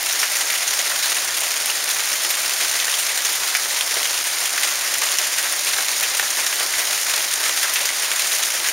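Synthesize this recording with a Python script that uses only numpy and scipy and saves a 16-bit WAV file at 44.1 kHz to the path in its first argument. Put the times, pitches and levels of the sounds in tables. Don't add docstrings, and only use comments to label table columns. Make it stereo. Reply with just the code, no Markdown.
import sys
import numpy as np
from scipy import signal
from scipy.fft import rfft, irfft
from scipy.io import wavfile
from scipy.ndimage import uniform_filter1d

SR = 44100
rng = np.random.default_rng(int(sys.argv[2]) if len(sys.argv) > 2 else 0)


def to_wav(sig):
    pcm = np.clip(np.atleast_2d(sig), -1, 1) * 32767
    pcm = np.round(pcm).astype(np.int16)
    wavfile.write(sys.argv[1], SR, pcm.T)


N = 384552
HIT_SAMPLES = 4096
HZ, TIME = np.fft.rfftfreq(HIT_SAMPLES, 1 / SR), np.arange(HIT_SAMPLES) / SR

# (time [s], relative level [dB],
# ring of the spot [Hz], brightness [dB/octave], thud of the soil [dB], t60 of the crunch [s])
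NEAR_STONES = [(0.1906, -15.5, 5520, 2, 4, 0.25), (0.229, -12, 1840, -1, -1, 0.1),
               (0.353, -14.5, 2450, 2, -11, 0.094), (0.5017, -12.5, 2320, 1, 5, 0.052),
               (0.5522, -16, 3130, -4, -14, 0.049), (0.677, -13, 6330, .6, -13, 0.094),
               (0.7902, -13, 6830, -2.5, 1, 0.067), (1.024, -16.5, 4160, 1, -7, 0.38),
               (1.1674, -13, 2760, 0, -6, 0.063), (1.6986, -11, 2890, -1, -2, 0.035),
               (1.965, -19, 6330, -7, 0, 0.025), (2.1292, -13, 5250, 2, -9, .031),
               (2.2469, -15.5, 2670, 1, -15, 0.062), (2.3038, -13.5, 13000, 2.5, -5, .09),
               (2.6086, -13.8, 2290, -1, -10, 0.038), (2.6465, -16, 7150, -5, -13, 0.043),
               (2.7533, -15, 6130, -2, 2, .041), (2.8, -10.5, 3660, -2.5, -4, .027),
               (2.8236, -18, 3490, -4, -10, .07), (2.843, -13.5, 7520, -3, 2, .041),
               (2.88, -15.5, 1900, -10, -4, .064), (2.941, -14, 3080, -5, -14, 0.042),
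               (2.986, -16.5, 3000, 3, -2, 0.33), (3.0925, -16, 11030, -4, -15, .031),
               (3.249, -12.3, 6630, 2, -12, 0.065), (3.5499, -8.5, 2200, -3, -8, 0.049),
               (3.8092, -9, 3770, 0, 5, .024), (3.9675, -16.8, 450, -4.5, 6.5, 0.078),
               (4.0543, -12.5, 2770, -2, -14, 0.044), (4.578, -14, 2010, -6, -1, 0.052),
               (4.632, -15.9, 2090, -4.5, -17, .092), (4.939, -11.5, 2180, 0, -13, 0.036),
               (5.0176, -15.5, 1010, -2, -1, 0.18), (5.185, -9.5, 5610, 2, -9, .055),
               (5.3825, -13, 1730, 0, -9, 0.11), (5.4512, -24, 1510, -2.5, 3, .2),
               (5.6675, -15.5, 2290, 1.5, 6, 0.21), (5.733, -12.5, 3900, 0, 0, 0.051),
               (5.8832, -11.5, 6480, -4, -15, 0.034), (6.034, -13.5, 2960, 0, -2, 0.096),
               (6.17, -17, 4810, 3, 1, .098), (6.196, -8, 1840, -1.5, 1, 0.028),
               (6.303, -13.5, 6480, 1.5, -3, .058), (6.3854, -21.5, 2350, -7, 9, .17),
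               (6.463, -15, 5890, -.3, -13, .09), (6.5275, -17, 2120, -4, -8, 0.052),
               (6.736, -15.5, 1900, -3, 2, 0.056), (6.7851, -19, 2120, 0.5, 11, 0.3),
               (7.1365, -13, 4430, -2, -1, 0.067), (7.1772, -16, 2200, -1, 4, 0.074),
               (7.337, -9.2, 8800, 3, -8, 0.035), (7.4533, -15, 1420, -1.5, 2, 0.19),
               (7.4935, -14, 1870, -0.5, 10, .04), (7.6282, -14.5, 1510, -.3, -5, 0.14),
               (7.6424, -19.5, 1420, -11, -4, .12), (7.7359, -13, 13000, 4, -4, .08),
               (7.757, -12.5, 2600, -2.5, -10, 0.11), (7.8555, -12, 6730, 1, -15, 0.026),
               (7.8896, -15, 2120, -5, -16, 0.057), (8.1156, -10, 2480, -1, -5, 0.026),
               (8.193, -17, 4180, -.5, -12, 0.15), (8.2701, -13, 8460, -0.5, -1, 0.072),
               (8.3268, -17, 6480, 3, -3, .15), (8.359, -20, 11030, -.5, 0, 0.14),
               (8.4268, -13.5, 6430, 0, -4, .084), (8.641, -17.5, 1900, -1.5, -6, .2)]
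def near_stones(level_db, bright_hz=2000, thud_hz=1140):
    out = np.zeros(N)
    octaves = np.log2(np.maximum(HZ / bright_hz, 1))
    soil = 1 / (1 + (HZ / thud_hz) ** 4)
    for start, db, ring_hz, bright_db, thud_db, t60 in NEAR_STONES:
        colour = litter_db(ring_db=1.5) + spot_ring_db(ring_hz) + bright_db * octaves + thud_db * soil
        hit = coloured(crunch(t60, snap_db=-1.5), colour)
        energy = amp(db) ** 2 * np.sum(amp(-60 * TIME / max(t60, .004)) ** 2)
        add(out, start, hit * np.sqrt(energy / np.sum(hit ** 2)))
    return amp(level_db) * out


def crunch(t60, snap_db=0.0, rise_share=0.0023):
    snaps = unit_rms(uniform_filter1d(rng.standard_normal(HIT_SAMPLES), size=26))
    t60 = max(t60, .001)
    fade = amp(-60 * TIME / t60) * (1 - np.exp(-TIME / (rise_share * t60)))
    force = rng.standard_normal(HIT_SAMPLES) * amp(snap_db * np.minimum(snaps, 2))
    burst = np.tanh(force / 2) * fade
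    return unit_rms(burst) * np.sqrt(np.mean(fade ** 2))


def spot_ring_db(hz, height_db=6.5, q=11, damping_hz=260):
    width = hz / q + damping_hz
    return 10 * np.log10(1 + amp(height_db) ** 2 / (1 + (2 * (HZ - hz) / width) ** 2))


# (frequency [Hz], relative level [dB])
LITTER_SPECTRUM = [(190, -42), (270, -28.5), (420, -13), (600, -7), (1100, -6.5), (1650, -3), (2000, -1),
                   (2700, -1.5), (4900, -2.5), (6700, 1.5), (9000, -0.5), (11000, -6.5), (14000, -8.5),
                   (16000, -11)]
def litter_db(ring_db, width_hz=380, low_hz=1300, high_hz=11000):
    centres = low_hz * (high_hz / low_hz) ** rng.random((3, 1))
    resonances = 1 / (1 + ((HZ - centres) / width_hz) ** 2)
    power = 1 + amp(ring_db) ** 2 * resonances.sum(0)
    return spectrum_db(LITTER_SPECTRUM, HZ) + 10 * np.log10(power / power.mean())


def patter(fall, count, level_db, spread_db, t60, tilt_db, dull_db, ring_db):
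    out = np.zeros(N)
    octaves = np.log2(np.maximum(HZ, 300) / 4000)
    for k, (when, near, small, soft) in enumerate(rng.random((count, 4))):
        start = (k + 4 * when) / count % 1 * N / SR
        slope_db = tilt_db * (2 * small - 1) - dull_db
        colour = litter_db(ring_db) + slope_db * octaves
        gain = amp(spread_db * near ** 2 + fall[int(start * SR)])
        hit = crunch(t60 * 2 ** (2 * soft - 1))
        add(out, start, gain * coloured(hit, colour))
    return amp(level_db) * unit_rms(out)


def flurries(depth_db, slow_hz, fast_hz):
    hz = np.fft.rfftfreq(N, 1 / SR)
    band = (hz / slow_hz) ** 2 / (1 + (hz / slow_hz) ** 2) / (1 + (hz / fast_hz) ** 4)
    return depth_db * unit_rms(irfft(rfft(rng.standard_normal(N)) * band, N))


# (frequency [Hz], relative level [dB])
YARD_SPECTRUM = [(200, -40), (255, -15.5), (385, -8.5), (480, -10), (585, -3.5), (760, -4.5), (1130, -3.5),
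                 (1650, 0), (2000, 1.5), (2700, -3), (4900, -1), (6700, 1), (9000, -2), (14000, -12.5)]
def yard_hiss(fall, level_db):
    return amp(level_db) * wash(YARD_SPECTRUM, fall, patch_db=1.0, flicker_db=0.74)


# (frequency [Hz], relative level [dB])
STORM_SPECTRUM = [(15, -11), (40, 2.5), (75, 4), (125, 7), (180, 0.5), (260, -18), (500, -23.5)]
def storm_rumble(level_db):
    return amp(level_db) * wash(STORM_SPECTRUM, np.zeros(N), patch_db=-0.9, flicker_db=1.8)


def wash(spectrum, swell_db, patch_db, flicker_db):
    t, hz = np.arange(N // 256 + 5) * 256 / SR, np.fft.rfftfreq(1024, 1 / SR)
    real, imag, patches = rng.standard_normal((3, len(t), len(hz)))
    patches = uniform_filter1d(patches, size=5, axis=0)
    patches = unit_rms(uniform_filter1d(patches, size=24, axis=1))
    flicker = unit_rms(uniform_filter1d(rng.standard_normal(len(t)), size=4))
    frame_db = np.interp(t * SR, np.arange(N), swell_db) + flicker_db * flicker
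    frames = (real + 1j * imag) * amp(spectrum_db(spectrum, hz) + patch_db * patches + frame_db[:, None])
    return unit_rms(signal.istft(frames.T, nperseg=1024, noverlap=768)[1][:N])


def amp(db):
    return 10 ** (np.asarray(db) / 20)


def unit_rms(x):
    return x / np.sqrt(np.mean(x ** 2) + 1e-20)


def spectrum_db(points, hz):
    point_hz, db = np.transpose(points)
    return np.interp(np.log(hz + 1), np.log(point_hz), db)


def add(mix, start, sound):
    part = mix[max(round(start * SR), 0):][:len(sound)]
    part += sound[:len(part)]


def coloured(x, db):
    log_gain = np.log(amp(db))
    mirrored = np.concatenate([log_gain, log_gain[-2:0:-1]])
    phase = -signal.hilbert(mirrored).imag[:len(HZ)]
    return irfft(rfft(x) * np.exp(log_gain + 1j * phase))


def scene():
    fall = flurries(depth_db=0.5, slow_hz=5.5, fast_hz=10.5)
    near = near_stones(level_db=-1.3)
    twigs = patter(fall, count=110, level_db=-33.0, spread_db=1.0,
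                   t60=0.047, tilt_db=2.1, dull_db=0.5, ring_db=7.0)
    around = patter(fall, count=850, level_db=-26.6, spread_db=7.5,
                    t60=0.061, tilt_db=1.5, dull_db=-0.76, ring_db=3.5)
    pellets = patter(fall, count=1500, level_db=-27.5, spread_db=13.0,
                     t60=0.016, tilt_db=3.0, dull_db=-2.5, ring_db=5.0)
    ticks = patter(fall, count=260, level_db=-36.5, spread_db=12.0,
                   t60=0.0034, tilt_db=3.0, dull_db=-2.6, ring_db=1.0)
    yard = yard_hiss(fall, level_db=-23.0)
    storm = storm_rumble(level_db=-61.5)
    return np.tile(near + twigs + around + pellets + ticks + yard + storm, (2, 1))


def record(dry, notch_hz=7865, notch_width_hz=1150, top_hz=15780):
    notched = signal.lfilter(*signal.iirnotch(notch_hz, notch_hz / notch_width_hz, fs=SR), dry)
    lowpass = signal.firwin(1023, top_hz, window=("kaiser", 9), fs=SR)
    return signal.oaconvolve(notched, lowpass[None], "same")


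dry = scene()
out = record(dry)
to_wav(out)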